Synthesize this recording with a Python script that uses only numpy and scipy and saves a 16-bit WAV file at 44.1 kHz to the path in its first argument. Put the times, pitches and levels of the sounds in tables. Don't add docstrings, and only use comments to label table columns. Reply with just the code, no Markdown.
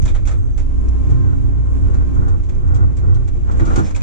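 import sys
import numpy as np
from scipy.fft import rfft, irfft, next_fast_len
from scipy.io import wavfile
from scipy.ndimage import uniform_filter1d, minimum_filter1d, map_coordinates

SR = 44100
rng = np.random.default_rng(int(sys.argv[2]) if len(sys.argv) > 2 else 0)


def pcm_store(signal):
    levels = np.round(np.clip(np.atleast_2d(signal), -1, 1) * 32767)
    wavfile.write(sys.argv[1], SR, levels.astype(np.int16).T)


N = 177546

# peak_s, length_s, boom_db, scrape_db
TUG_SWELLS = [(0, 0.22, -21, -62.5), (0.387, 0.2, -26, -58.5), (1.125, 0.13, -18.5, -49.5),
              (1.282, 0.21, -21.5, -51.5), (1.545, 0.25, -27.5, -57), (1.905, 0.32, -23.5, -52),
              (2.246, 0.2, -19.5, -45), (2.709, 0.32, -23, -48.5), (2.841, 0.11, -19.5, -52),
              (3.093, 0.19, -19.5, -47.5), (3.52, 0.15, -32, -46), (3.623, 0.11, -22.5, -43.5),
              (3.721, 0.096, -26, -40), (3.777, 0.071, -20, -33.5)]
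TUG_RISE = 0.43
BOOM_REST_DB, SCRAPE_REST_DB = -30.5, -66.5
TUG_GROWL_DB = -16
# time_s, effort_db
DRAG_EFFORT = [(0, 0.5), (.36, -3), (1.12, 1.5), (1.5, -1.5), (1.9, 0.5), (2.5, -1.5), (3.36, -1.5),
               (3.6, 3), (3.785, 9.5), (3.93, -2), (4.03, 2)]
# level_db at effort 0, growth_db per dB of effort
FRAME_LAYERS = [(-39, 1.41), (-49, 1.38), (-61.5, 1.5)]
# pitch_hz, width_hz of one pass, level_db of one pass (the filter passes twice)
FRAME_MODES = [(89.95, 9.1, 0.5), (107.26, 8.1, -0.5), (120.7, 13.5, -1.5), (129.1, 16, -16.5),
               (81.3, 31, -9.5)]
# time_s, level_db
ROCKING_LEVEL = [(0, -14), (.3, -19.5), (1.3, -23), (2.5, -20), (3.0, -25), (3.55, -17.5), (3.75, -18.5),
                 (4.03, -24)]
# (relative, per Hz)
ROCKING_COLOUR = [(8, -25.5), (15, -7.5), (26, -2), (38, -2.5), (48, -20.5), (70, -8.5), (85, -25),
                  (160, -120)]
GROWL_COLOUR = [(88, -44.5), (150, 0), (226, -6.5), (264, -3.5), (351, -7), (397, -10), (420, -15),
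                (450, -19.5), (580, -24.5), (990, -120)]
JUDDER_COLOUR = [(250, -41), (420, 1), (489, -4), (979, -15), (1080, -12), (1250, -16), (2600, -27),
                 (3380, -71.5), (5720, -120)]
HISS_COLOUR = [(1290, -37), (2200, -2), (2420, 1.5), (2520, -6.5), (2830, -2), (4790, -11), (6190, -5.5),
               (7000, -4), (8890, -16.5), (11600, -28.5), (19600, -120)]
RATTLE_COLOUR = [(1350, -19.5), (2300, -0.5), (3100, -5.5), (3400, -2), (3850, -5.5), (4800, -8.5),
                 (5140, -5), (6780, -1), (8890, -15), (11600, -25.5), (19600, -120)]
RATTLE_LOW_COLOUR = [(260, -35), (450, -0.5), (557, -2), (937, -7), (1290, -8), (1750, -9.5), (2600, -17.5),
                     (3380, -43.5), (5720, -120)]

# start_s, peak_db (nominal), upper_modes_db (relative)
BLOWS = [(2.806, -21.5, -16), (3.599, -19, -20), (3.612, -12.5, -21), (3.675, -17, -14), (3.716, -26, -8),
         (3.778, -3.5, -19), (3.797, -11, -24)]
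# pitch_hz, level_db (relative), t60_s
STEEL_MODES = [(141, 1.5, 0.2), (192, -4.5, 0.29), (261, 12, 0.032), (327.3, 0.5, 0.17), (475, 5.5, 0.1),
               (694, 1, 0.064), (769.6, 4.5, 0.081), (901, -0.5, 0.16), (1040, -5.5, 0.069),
               (1195, 0.5, 0.13), (1305, -3.5, 0.084), (1426, 4, 0.096), (1560, -8.5, 0.03),
               (2055, -13, 0.065)]
RATTLE_CREST_DB, KNOCK_CREST_DB = 11, 12

# start_s, peak_db (nominal), low_part_db (relative), t60_s,
# chip_hz of the loudest chip, chip_db (relative)
RATTLES = [(0.019, -37, -7.5, 0.1, 6160, 2.5), (0.053, -30.5, 2, 0.092, 7300, -2),
           (0.078, -42, 5.5, 0.15, 2300, 7), (0.0775, -46, -6, 0.13, 3530, 14),
           (0.1482, -37.5, 9, 0.11, 3180, 0), (0.252, -39, -5, 0.13, 2330, 0),
           (0.2726, -32, 5, 0.11, 7180, 2.5), (0.309, -43.5, 10, 0.14, 1298, 10.5),
           (0.575, -37.5, 2.5, 0.16, 2330, -11), (0.8828, -43, 2, 0.07, 5770, 0),
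           (1.099, -40, -2.5, 0.084, 6070, -7), (1.938, -45.5, 7, 0.12, 7000, 0),
           (2.144, -55.5, 0, 0.16, 6850, 12), (2.279, -39.5, -2, 0.076, 6840, -6),
           (2.4323, -48, -6.5, 0.13, 2150, -1), (2.4894, -44.5, 6, 0.11, 6460, -12),
           (2.547, -46, -2, 0.036, 6070, 2), (2.671, -46.5, -2, 0.075, 3490, -15),
           (2.742, -38.5, -4.5, 0.13, 7350, -1), (2.967, -40, -0.5, 0.1, 7450, -2),
           (3.141, -42.5, -8, 0.1, 3320, -6.5), (3.2755, -39, 1.5, 0.072, 7400, -3),
           (3.512, -37.5, -5, 0.062, 7470, -5), (3.572, -48.5, 3.5, 0.126, 7190, 7),
           (3.5955, -37, 11.5, 0.083, 2045, 12), (3.651, -35, -21, 0.063, 6400, -8),
           (3.663, -43.5, 7, 0.35, 1353, 15.5), (3.6987, -50.5, 9, 0.043, 1280, 6),
           (3.757, -25.5, 1, 0.14, 7110, -6), (3.8433, -39, 3, 0.37, 7450, -11),
           (3.907, -39, 5.5, 0.036, 1290, 9), (3.9465, -34, -18, 0.054, 2380, 4.5),
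           (3.959, -35.5, 3.5, 0.1, 7500, 2), (4.006, -42.5, 4.5, 0.067, 2350, 10)]
# pitch_hz, width_hz of one pass, level_db (relative)
CHIP_MODES = [(1300, 730, -11), (2210, 490, -1), (3620, 1100, -3.5), (4500, 550, -3.5), (6040, 540, 1.5),
              (7550, 490, 1.5)]
RATTLE_ATTACK_S, CHIP_Q = .0018, 6
CHIP_FADES_DB, LOW_LINGERS_DB = 30, 12.5
CRACK_DB = 0.5
TICK_COLOUR = [(2000, -25), (7000, 7), (10000, 0), (13500, -6.5), (16000, -17.0)]  # pitch_hz, gain_db

# time_s, shaft_turns_per_s
SHAFT_SPEED = [(0, 29.25), (.6, 29.17), (1.4, 29.33), (2.2, 29.36), (3.2, 29.3), (4.03, 29.28)]
# time_s, level_db
FIRING_LEVEL = [(0, -60.5), (.2, -22), (.45, -27.5), (.93, -14), (1.31, -26.5), (1.68, -17.5), (2.15, -20),
                (2.41, -29.5), (3.0, -21.5), (3.2, -29), (3.42, -23.5), (3.64, -21.5), (4.03, -35.5)]
# time_s, level_db
OCTAVE_LEVEL = [(0, -36), (.4, -43.5), (1.0, -31), (1.5, -19), (1.8, -34), (2.1, -27.5), (2.6, -30.5),
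                (3.2, -22), (3.6, -32.5), (4.03, -24)]
# time_s, pressure_db
HYDRAULIC_PRESSURE = [(0, -19.5), (.68, -9), (.86, 0.5), (1.2, 3.5), (1.4, -1), (1.7, 0), (2.2, 0.5),
                      (2.3, -11), (2.67, -4.5), (3.0, -6.5), (3.3, -15.5), (4.03, -22.5)]
# multiple, level_db at pressure 0, port_phase_rad
SHAFT_ORDERS = [(1, -34.5, 10), (12, -44, -1.43)]
# level_db (relative), port_phase_rad
PUMP_OVERTONES = [(-4.5, -0.5), (-0.5, 4), (2, 1.44), (-7, 2), (-2.5, -3.5), (-12, -3), (-18, -1)]
PISTONS = 9
PULSE_DB, WHINE_DB = -31.5, -56
PULSE_GROWS, WHINE_GROWS, GROWL_GROWS = 0.66, 1.02, 0.11
ORDER_GROWS = 0.26

# start_s, end_s, pitch_hz, peak_db (nominal)
SQUEALS = [(0.364, 0.588, 6100, -68.5), (3.826, 3.89, 5350, -50)]

# pitch_hz, likeness (0-1), right_phase_rad, left_over_right_db
SHARED_PATH = [(17, .89, .6, -6), (29, .4, -1.1, -3), (42, .2, -.5, -5), (75, .85, -2.3, -3),
               (92, .99, -2.5, -2.3), (125, .99, -2.72, -2.6), (180, .92, -2.8, -4), (238, .7, -3, -3),
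               (326, .8, -4.5, -2), (435, 0.6, -6.5, -1), (610, 0.36, -4, -5), (1640, 0.44, -4, 0.5),
               (2100, 0.3, -8.5, 0), (5800, .45, -5, -2), (7000, 0.2, -1, 0.5), (9100, 0.3, 0.5, -1.5),
               (12000, .5, -5.5, 0.5)]
CLAMP_PATH = [(393, 0.92, -2, 1), (860, 0.95, -3, -0.5), (1510, 0.94, -2.5, 0.5), (1900, 0.5, -1.5, 0)]
KNOCK_PATH = [(130, 0.85, -4, -4), (300, 0.91, -1.9, -2.5), (900, 0.89, -3, 1)]
LIMIT, LIMIT_HOLD_S, TOP_HZ = .92, .012, 15800


def frame(boom_gain):
    effort_db = curves(DRAG_EFFORT)[0]
    growl_gain, judder_gain, hiss_gain = (amp(db + grows * effort_db) for db, grows in FRAME_LAYERS)
    catch = wobble(21.98)
    boom = boom_gain * amp(0.9 * wobble(15)) * evened(resonant(FRAME_MODES))

    drag_growl = growl_gain * amp(GROWL_GROWS * curves(HYDRAULIC_PRESSURE)[0])
    tug_growl = boom_gain * amp(TUG_GROWL_DB)
    growl = np.hypot(drag_growl, tug_growl) * amp(1.3 * catch) * noise(GROWL_COLOUR)
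    judder = judder_gain * amp(1.3 * catch + 0.74 * wobble(70)) * noise(JUDDER_COLOUR)

    ringing = amp(-15.5 + 1.5 * wobble(12)) * resonant(CHIP_MODES[-2:])
    hiss = hiss_gain * amp(0.78 * catch + 0.47 * wobble(5.7)) * (noise(HISS_COLOUR) + ringing)
    return rocking() + boom + growl + judder + hiss


def tugs():
    t = np.arange(N) / SR
    power = amp([[2 * BOOM_REST_DB], [2 * SCRAPE_REST_DB]])
    for peak_s, length, *db in TUG_SWELLS:
        side = length * np.where(t < peak_s, TUG_RISE, 1 - TUG_RISE)
        power = power + amp(db)[:, None] ** 2 * np.exp(-2 * ((t - peak_s) / side) ** 2)
    return np.sqrt(power)


def rocking():
    return amp(curves(ROCKING_LEVEL)[0]) * evened(noise(ROCKING_COLOUR))


def scrape(scrape_gain):
    upper = [(hz, 9 / t60, db / 2) for hz, db, t60 in STEEL_MODES[4:]]
    return scrape_gain * amp(1.9 * wobble(45) + 2.0 * wobble(120)) * resonant(upper)


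def knocks():
    out = np.zeros((2, N + SR))
    t = np.arange(SR // 3) / SR
    hz, level_db, t60 = np.array(STEEL_MODES).T[:, :, None]
    attack = 1 - np.exp(-t / .002)
    for start, db, upper_db in BLOWS:
        strength, shift, phase = rng.standard_normal((3, 2, len(hz), 1))
        mode_db = db - KNOCK_CREST_DB + level_db + upper_db * (hz > 400) + 1.5 * strength
        gain = amp(mode_db - 60 * t / t60)
        ring = gain * np.sin(2 * np.pi * hz * (1 + .015 * shift) * t + .3 * phase) * attack
        out[:, round(start * SR):][:, :len(t)] += ring.sum(axis=1)
    return out[:, :N]


def grit():
    t = np.arange(SR // 3) / SR
    high, low = np.zeros((2, N + SR))
    ring = np.zeros((2, N + SR))
    waver = rng.standard_normal((len(RATTLES), 2, 2, SR // 50))
    attack = 1 - np.exp(-t / RATTLE_ATTACK_S)
    for (start, db, low_db, t60, chip_hz, chip_db), knots in zip(RATTLES, waver):
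        fade = amp(db - RATTLE_CREST_DB - 60 * (t / t60) ** 1.44) * attack
        at = slice(round(start * SR), round(start * SR) + len(t))
        high[at] += fade
        low[at] += fade * amp(low_db + LOW_LINGERS_DB * t / t60)
        knot_at = [t * chip_hz / CHIP_Q + 2]
        c, q = [[map_coordinates(k, knot_at) for k in part] for part in knots]
        turn = 2 * np.pi * chip_hz * t
        chip_gain = fade * amp(chip_db - CHIP_FADES_DB * t / t60)
        ring[:, at] += chip_gain * (c * np.cos(turn) + q * np.sin(turn))
    high, low, ring = high[:N], low[:N], ring[:, :N]

    chips = np.zeros((2, N))
    for hz, width, db in CHIP_MODES:
        part = low if hz < 4000 else high
        chips += amp(db - 13.0 + 2.2 * wobble(40)) * part * resonant([(hz, width, 0)])
    grain = amp(0.66 * wobble(260) + 1.1 * wobble(90))
    rattle = grain * (high * noise(RATTLE_COLOUR) + chips + ring + low * noise(RATTLE_LOW_COLOUR))
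    return rattle + ticks(high)


def ticks(rattle_gain):
    chance, size = rng.random((2, N))
    ticks_per_sample = 150 * amp(7 * wobble(7)) / SR
    gain = (amp(-52) + amp(CRACK_DB) * rattle_gain) * amp(-2 * np.log(size + 1e-2))
    return filtered((chance < ticks_per_sample) * gain, lambda hz: amp(along(TICK_COLOUR, hz)[0]))


def machine():
    turns = np.cumsum(curves(SHAFT_SPEED)[0]) / SR
    pressure_db = curves(HYDRAULIC_PRESSURE)[0]
    hum = amp(curves(FIRING_LEVEL)[0]) * tone(2 * turns, -0.71, 0.54, drift=0.21)
    hum += amp(curves(OCTAVE_LEVEL)[0]) * tone(4 * turns, -2.74, -1.5, drift=0.2)
    for k, db, phase in SHAFT_ORDERS:
        gain = amp(db + ORDER_GROWS * k / 12 * pressure_db + 3.3 * wobble(8.1))
        hum += gain * tone(k * turns, phase, 0.0, drift=0.32)

    strokes = PISTONS * turns
    whine = np.zeros((2, N))
    for k, (db, phase) in enumerate(PUMP_OVERTONES, 2):
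        whine += amp(db + 1.9 * wobble(6.37)) * tone(k * strokes, phase, 1.1, drift=0.36)
    pulse = amp(1.5 * wobble(9)) * tone(strokes, 3.0, -5.5, drift=.12)
    pump = amp(PULSE_DB + PULSE_GROWS * pressure_db) * pulse
    return hum + pump + amp(WHINE_DB + WHINE_GROWS * pressure_db) * whine


def squeaks():
    t, out = np.arange(N) / SR, np.zeros(N)
    for start, end, hz, db in SQUEALS:
        gate = np.clip(np.minimum(t - start, end - t) / 0.016, 0, 1)
        out += gate * amp(db + 4 * wobble(40)) * np.sin(2 * np.pi * hz * t + 1.0 * wobble(220))
    return out


def ports(shared, own, path):
    def response(hz):
        like, phase, left_db = along(path, hz)
        g = amp(left_db / 2)
        mean = np.sqrt(g ** 2 + g ** -2 + 2 * like * np.cos(phase)) / 2
        turn = np.exp(.5j * phase)
        return np.array([g / turn, like * turn / g, np.sqrt(1 - like ** 2) / g]) / mean
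    left, right, extra = filtered(np.array([shared, shared, own]), response)
    return np.array([left, right + extra])


def tone(cycles, phase, left_db, drift):
    slip = drift * np.array([wobble(2.37), wobble(3.32)])
    gain = np.sqrt(2) * amp([[left_db / 2], [-left_db / 2]])
    return gain * np.sin(2 * np.pi * cycles + slip + [[-phase / 2], [phase / 2]])


def evened(swing):
    size = np.sqrt(uniform_filter1d(swing ** 2, size=SR // 10) + .05)
    return unit(swing / size ** .7)


def resonant(modes):
    def response(f):
        total = 0
        for k, (centre, width, db) in enumerate(modes):
            damping = 1j * f * width
            total = total + (-1) ** k * amp(db) * damping / (centre ** 2 - f ** 2 + damping)
        return total ** 2
    return unit(filtered(rng.standard_normal((2, N)), response))


def noise(spectrum):
    return unit(filtered(rng.standard_normal((2, N)), lambda hz: amp(along(spectrum, hz)[0])))


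def filtered(x, response):
    m = next_fast_len(N + 8192)
    return irfft(rfft(x, m) * response(np.fft.rfftfreq(m, 1 / SR)), m)[..., :N]


def wobble(rate):
    knots = rng.standard_normal(int(N * rate / SR) + 4)
    return map_coordinates(knots, [np.arange(N) * rate / SR])


def curves(rows):
    s, *cols = np.transpose(rows)
    return [np.interp(np.arange(N) / SR, s, c) for c in cols]


def along(points, hz):
    f, *cols = np.transpose(points)
    return [np.interp(np.log(hz + 1), np.log(f + 1), c) for c in cols]


def amp(db):
    return 10 ** (np.asarray(db) / 20)


def unit(x):
    return x / np.sqrt(np.mean(x ** 2) + 1e-20)


def scene():
    boom_gain, scrape_gain = tugs()
    shaking = ports(*(frame(boom_gain) + grit()), SHARED_PATH)
    steel = ports(*scrape(scrape_gain), CLAMP_PATH) + ports(*knocks(), KNOCK_PATH)
    return shaking + steel + machine() + squeaks()


def record(dry):
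    span = round(LIMIT_HOLD_S * SR)
    needed = np.minimum(1, LIMIT / (np.abs(dry).max(axis=0) + 1e-9))
    gain = uniform_filter1d(minimum_filter1d(needed, size=2 * span), size=span)
    return filtered(dry * gain, lambda hz: hz < TOP_HZ)


dry = scene()
out = record(dry)
pcm_store(out)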